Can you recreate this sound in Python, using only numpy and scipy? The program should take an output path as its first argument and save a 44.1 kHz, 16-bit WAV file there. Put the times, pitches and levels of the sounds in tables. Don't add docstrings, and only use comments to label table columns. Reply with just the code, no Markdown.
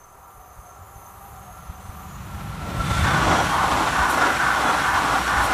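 import sys
import numpy as np
from scipy import signal
from scipy.fft import rfft, irfft
from scipy.io import wavfile
from scipy.ndimage import uniform_filter1d

SR = 44100
rng = np.random.default_rng(int(sys.argv[2]) if len(sys.argv) > 2 else 0)


def wav_out(sig):
    wavfile.write(sys.argv[1], SR, np.round(np.clip(np.atleast_2d(sig).T, -1, 1) * 32767).astype(np.int16))


N = 243873
TIME = np.arange(N) / SR
HZ = np.maximum(np.arange(N // 2 + 1) * SR / N, 1)
NOSE_S = 3.1

# frequency_hz, level_db
FAR_RAIL_SPECTRUM = [(230, -33), (300, -17.5), (400, -5), (470, -7.5), (600, -4.5), (900, -7), (1050, -3),
                     (1250, 1.5), (1400, -10.5), (1600, -11), (2200, -19.5), (3500, -30.5), (6000, -29.5)]
BREEZE_SPECTRUM = [(20, -18), (35, -4), (60, 7), (100, -1), (150, -14), (260, -45)]
GUST_SPECTRUM = [(20, -32), (30, -27), (45, -3), (60, -0.5), (78, 0.5), (102, -4), (150, -23.5), (260, -52)]
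CAR_BODY_SPECTRUM = [(70, -66), (105, 0), (130, 0.5), (195, -0.5), (235, -13.5), (320, -26)]
SLEEPER_SPECTRUM = [(170, -23), (235, 0), (305, 1), (380, -4), (460, -5), (610, -1), (760, -2)]
NEAR_RAIL_SPECTRUM = [(480, -16.5), (620, -7.5), (720, 1), (800, 1.5), (900, 4), (1050, 3.5), (1200, -0.5),
                      (1290, 3.5), (1500, -30)]
WHEEL_SPECTRUM = [(1100, -34), (1290, 2.5), (1450, 11.5), (1600, 5), (1800, 4.5), (1950, -7), (2400, -8)]
CONTACT_SPECTRUM = [(1500, -4.5), (1950, 1), (2150, -0.5), (2500, -2), (3400, -4.5), (4200, -7),
                    (4900, -11.5), (5650, -9.5), (6500, -11.5), (7700, -12.5), (8900, -18), (10500, -27)]
RUSH_SPECTRUM = [(7500, -4), (9300, 2), (11000, 1.5), (13000, -7), (15500, -11.5)]
SPIT_SPECTRUM = [(4000, -26), (7000, 2), (9500, 4), (11500, 1), (15500, -7)]
# pitch_hz, width_hz, level_db
LOW_RAIL_MODES = [(747, 16, 2), (780, 43, 4), (955, 26, 2.5), (1182, 30, 0), (1347, 23, 4.5)]
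HIGH_RAIL_MODES = [(6070, 24, -9.5), (6260, 50, -0.5), (6720, 99, -8), (7050, 210, -3.5), (7650, 90, -10),
                   (8100, 230, -8.5), (9220, 69, -7), (9350, 66, -7), (9730, 110, -6), (10900, 200, -8),
                   (11200, 64, -1.5), (12000, 480, 3), (12500, 130, -21), (13450, 350, -3),
                   (14850, 600, -5.5)]
LOADED_TRACK_MODES = [(795, 47, -2), (977, 48, -4), (1128, 93, 3)]
WHEEL_RING_MODES = [(1441, 64, 10), (1715, 44, 0.5), (2086, 30, -6.5), (3150, 71, -39), (5380, 50, -16),
                    (7800, 160, -37)]
# peak_s, level_db, spread_s, pitch_hz
RAIL_NOTES = [(0.008, -55, .035, 6240), (0.6, -53, 0.17, 723), (0.693, -60, 0.051, 6440),
              (1.058, -58.5, 0.055, 6270), (1.15, -49, 0.25, 793), (1.45, -43.5, 0.03, 1350),
              (1.493, -45, 0.023, 728), (1.5, -59, 0.11, 6470), (2.127, -55, 0.039, 6800),
              (2.48, -47.5, 0.15, 800)]
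# peak_s, level_db, spread_s
AIR_BUFFETS = [(0.39, -43, 0.027), (0.59, -39, 0.015), (0.82, -42, 0.023), (0.97, -37, 0.0088),
               (1.33, -42, .012), (1.70, -27.5, 0.0071), (1.895, -30, 0.006), (2.165, -37.5, .015),
               (2.36, -31, 0.0092), (2.805, -21, 0.011), (2.92, -20.5, 0.01), (3.02, -20.5, 0.034),
               (3.28, -26.5, 0.033), (3.74, -32.5, .03), (4.01, -25, 0.018), (4.93, -37.5, 0.068),
               (5.4, -29, 0.038)]
# abreast_s, sleepers_db, rails_coming_db, rails_leaving_db, wheels_coming_db, wheels_leaving_db
BOGIE_PASSES = [(3.245, -24, -24.5, -21.5, -24, -25), (3.7, -30, -20.5, -23, -30.5, -33),
                (4.139, -27.5, -21.5, -23, -22.5, -21), (4.591, -30.5, -23.5, -23, -20.5, -24.5),
                (5.025, -33.5, -22, -23.5, -23, -27.5), (5.475, -30.5, -22, -25.5, -22.5, -22.5)]
# peak_s, level_db, spread_s, pitch_hz, sag_share_per_s, width_share
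PASSING_WHISTLES = [(2.92, -52.5, 0.13, 8100, .09, .014), (3.06, -39, 0.16, 3504, 0.047, 0.031),
                    (3.392, -39.5, 0.15, 3300, .15, 0.01), (3.33, -43, 0.12, 5820, 0.046, 0.042),
                    (3.898, -49, .13, 7240, .06, .011), (4.199, -49, .15, 5770, 0.031, .022),
                    (4.72, -42, 0.18, 3390, .2, .008), (5.06, -52, .1, 4120, 0.022, .014),
                    (5.3, -49, 0.28, 5630, 0, 0.0054), (5.35, -53, .2, 8470, 0.037, .003)]
# peak_s, level_db, spread_s
CAR_SPITS = [(4.11, -37, 0.012), (4.145, -43, 0.041), (5.448, -36, 0.018)]


def from_db(db):
    return 10 ** (np.asarray(db) / 20)


def rms_one(x):
    return x / np.sqrt(np.mean(x ** 2) + 1e-20)


def noise(gain):
    return rms_one(irfft(rfft(rng.standard_normal(N)) * gain, N))


def drift(rate_hz):
    return noise(1 / (1 + (HZ / rate_hz) ** 4))


def coloured(spectrum):
    hz, db = np.transpose(spectrum)
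    skirts = np.minimum(HZ / hz[0], 1) ** 4 * np.minimum(hz[-1] / HZ, 1) ** 4
    return noise(from_db(np.interp(np.log(HZ), np.log(hz), db)) * skirts)


def ringing(modes):
    power = sum(from_db(db) ** 2 / width / (1 + ((HZ - hz) / width) ** 2) ** 2 for hz, width, db in modes)
    return noise(np.sqrt(power))


def shimmering(modes, depth_db):
    return rms_one(sum(from_db(db + depth_db * drift(4.5)) * ringing([(hz, width, 0)])
                       for hz, width, db in modes))


def evened(x, span_s):
    size = int(span_s * SR)
    return x / np.sqrt(uniform_filter1d(uniform_filter1d(x ** 2, size), size) + 1e-12)


def bursts(rows, source):
    return source * sum(from_db(db) * np.exp(-.5 * ((TIME - s) / spread) ** 2) for s, db, spread in rows)


def swell(peak_s, rise_db_per_s, fall_db_per_s):
    return from_db(np.minimum((TIME - peak_s) * rise_db_per_s, (peak_s - TIME) * fall_db_per_s))


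def approach(arrive_s, near_s, loss_db_per_s):
    ahead_s = np.maximum(arrive_s - TIME, 0)
    return near_s / np.hypot(ahead_s, near_s) * from_db(-loss_db_per_s * ahead_s)


def wavering_tone(pitch_hz, waver_hz, rate_hz):
    return np.sqrt(2) * np.sin(2 * np.pi * np.cumsum(pitch_hz + waver_hz * drift(rate_hz)) / SR)


def narrow_band(peak_s, level_db, spread_s, pitch_hz, sag_share_per_s, width_share):
    glide_hz = pitch_hz * (1 - sag_share_per_s * (TIME - peak_s))
    band = np.sin(2 * np.pi * np.cumsum(glide_hz) / SR) * drift(width_share * pitch_hz)
    return bursts([(peak_s, level_db, spread_s)], evened(band, span_s=.096))


def singing_rails(full_s=1.25, low_db=-48.5, high_db=-53.5, low_db_per_s=2.5, high_db_per_s=3.5):
    early_s = np.maximum(full_s - TIME, 0)
    low = coloured(FAR_RAIL_SPECTRUM) + shimmering(LOW_RAIL_MODES, depth_db=3.5)
    low *= from_db(low_db - low_db_per_s * early_s)
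    sizzle = from_db(high_db - high_db_per_s * early_s) * shimmering(HIGH_RAIL_MODES, depth_db=2.6)
    notes = sum(narrow_band(*row, sag_share_per_s=0, width_share=.0071) for row in RAIL_NOTES)
    return low + sizzle + notes


def moving_air(breeze_db=-56, bow_db=-30, slipstream_db=-44.5):
    bow = from_db(bow_db) * swell(NOSE_S, rise_db_per_s=11.5, fall_db_per_s=11.5)
    slipstream = from_db(slipstream_db) * approach(NOSE_S, near_s=.15, loss_db_per_s=6)
    wind = np.hypot(bow, slipstream) * evened(coloured(GUST_SPECTRUM), span_s=.091)
    breeze = from_db(breeze_db) * coloured(BREEZE_SPECTRUM)
    buffets = bursts(AIR_BUFFETS, evened(coloured(GUST_SPECTRUM), span_s=.012))
    return wind + breeze + buffets


def body_rumble(cab_db=-25, cars_db=-39, cab_lag_s=.056):
    cab = from_db(cab_db) * swell(NOSE_S + cab_lag_s, rise_db_per_s=17.5, fall_db_per_s=22.5)
    cars = from_db(cars_db) * approach(NOSE_S, near_s=.76, loss_db_per_s=4.5)
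    return np.hypot(cab, cars) * evened(coloured(CAR_BODY_SPECTRUM), span_s=.61)


def doppler_passes(sound, mach, near_s=.11, reach_s=.16):
    total = 0
    for abreast_s, *_ in BOGIE_PASSES:
        since_s = TIME - abreast_s
        delay_s = mach * np.hypot(since_s, near_s)
        heard = np.interp(TIME - delay_s, TIME, np.roll(sound, rng.integers(N)))
        total += heard / (1 + (since_s / reach_s) ** 4)
    return evened(total, span_s=.077)


def bogie_gain(coming_db, leaving_db, reach_s, abreast_db, spread_s=.039, turn_s=.059):
    power = 0
    for (abreast_s, *_), coming, leaving in zip(BOGIE_PASSES, coming_db, leaving_db):
        since_s = TIME - abreast_s
        db = np.interp(since_s, [-turn_s, turn_s], [coming, leaving])
        db += abreast_db * np.exp(-(since_s / spread_s) ** 2)
        power += from_db(db) ** 2 / (1 + (since_s / reach_s) ** 16)
    return np.sqrt(power)


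def rolling_gains():
    _, thud_db, rails_coming, rails_leaving, wheels_coming, wheels_leaving = np.transpose(BOGIE_PASSES)
    on_sleepers = bogie_gain(thud_db - 7, thud_db, reach_s=.18, abreast_db=1.6)
    on_rails = bogie_gain(rails_coming, rails_leaving, reach_s=.18, abreast_db=-1.2)
    on_wheels = bogie_gain(wheels_coming, wheels_leaving, reach_s=.2, abreast_db=-7)
    on_contact = from_db(-7) * on_sleepers
    sleepers = np.hypot(from_db(-36) * approach(2.75, near_s=.088, loss_db_per_s=0), on_sleepers)
    rails = np.hypot(from_db(-32) * approach(2.99, near_s=.15, loss_db_per_s=1), on_rails)
    wheels = np.hypot(from_db(-31) * approach(3.0, near_s=.23, loss_db_per_s=5), on_wheels)
    hiss = np.hypot(from_db(-31) * approach(2.982, near_s=.1, loss_db_per_s=2.5), on_contact)
    return sleepers, rails, wheels, hiss


def rolling_noise(roar_flutter_db=1.12, hiss_flutter_db=.88):
    sleeper_gain, rail_gain, wheel_gain, hiss_gain = rolling_gains()
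    roughness = drift(38)
    close = np.interp(TIME, [2.85, 3.05], [0, 1])
    sleepers = from_db(.5) * evened(coloured(SLEEPER_SPECTRUM), span_s=.2)
    track = from_db(-4) * doppler_passes(coloured(NEAR_RAIL_SPECTRUM), mach=.06)
    track += close * from_db(-3) * doppler_passes(ringing(LOADED_TRACK_MODES), mach=.0153)
    wheels = from_db(-7.5) * coloured(WHEEL_SPECTRUM)
    wheels += close * from_db(-2) * doppler_passes(ringing(WHEEL_RING_MODES), mach=.046)
    roar = sleeper_gain * sleepers + rail_gain * evened(track, span_s=.053) + wheel_gain * wheels
    hiss = hiss_gain * from_db(-.38) * coloured(CONTACT_SPECTRUM)
    return roar * from_db(roar_flutter_db * roughness) + hiss * from_db(hiss_flutter_db * roughness)


def rushing_air(sides_db=-44, nose_db=-44.5, nose_spread_s=.14):
    sides = from_db(sides_db) * approach(3.48, near_s=.21, loss_db_per_s=.5) * coloured(RUSH_SPECTRUM)
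    return sides + bursts([(2.99, nose_db, nose_spread_s)], coloured(RUSH_SPECTRUM))


def gear_whine(pitch_hz=1350, peak_s=2.925, level_db=-31, flutter_db=4.5):
    gain = from_db(level_db + flutter_db * drift(42)) * swell(peak_s, rise_db_per_s=41, fall_db_per_s=55)
    return gain * wavering_tone(pitch_hz, waver_hz=19.2, rate_hz=46)


def whistles():
    return sum(narrow_band(*row) for row in PASSING_WHISTLES)


def spits():
    return bursts(CAR_SPITS, coloured(SPIT_SPECTRUM))


def sleeper_beat(pitch_hz=60, arrive_s=4.4, arrival_db=-44, rise_db_per_s=6):
    gain = from_db(arrival_db + rise_db_per_s * (TIME - arrive_s))
    gain *= approach(arrive_s, near_s=.05, loss_db_per_s=6)
    return gain * wavering_tone(pitch_hz, waver_hz=1.1, rate_hz=10)


def scene():
    ahead = singing_rails() + gear_whine()
    running_gear = rolling_noise() + sleeper_beat() + whistles()
    air_and_cars = moving_air() + body_rumble() + rushing_air() + spits()
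    mono = ahead + running_gear + air_and_cars
    return np.array([mono, mono])


def record(dry):
    return signal.sosfilt(signal.ellip(12, .1, 80, 15300, fs=SR, output="sos"), dry)


dry = scene()
out = record(dry)
wav_out(out)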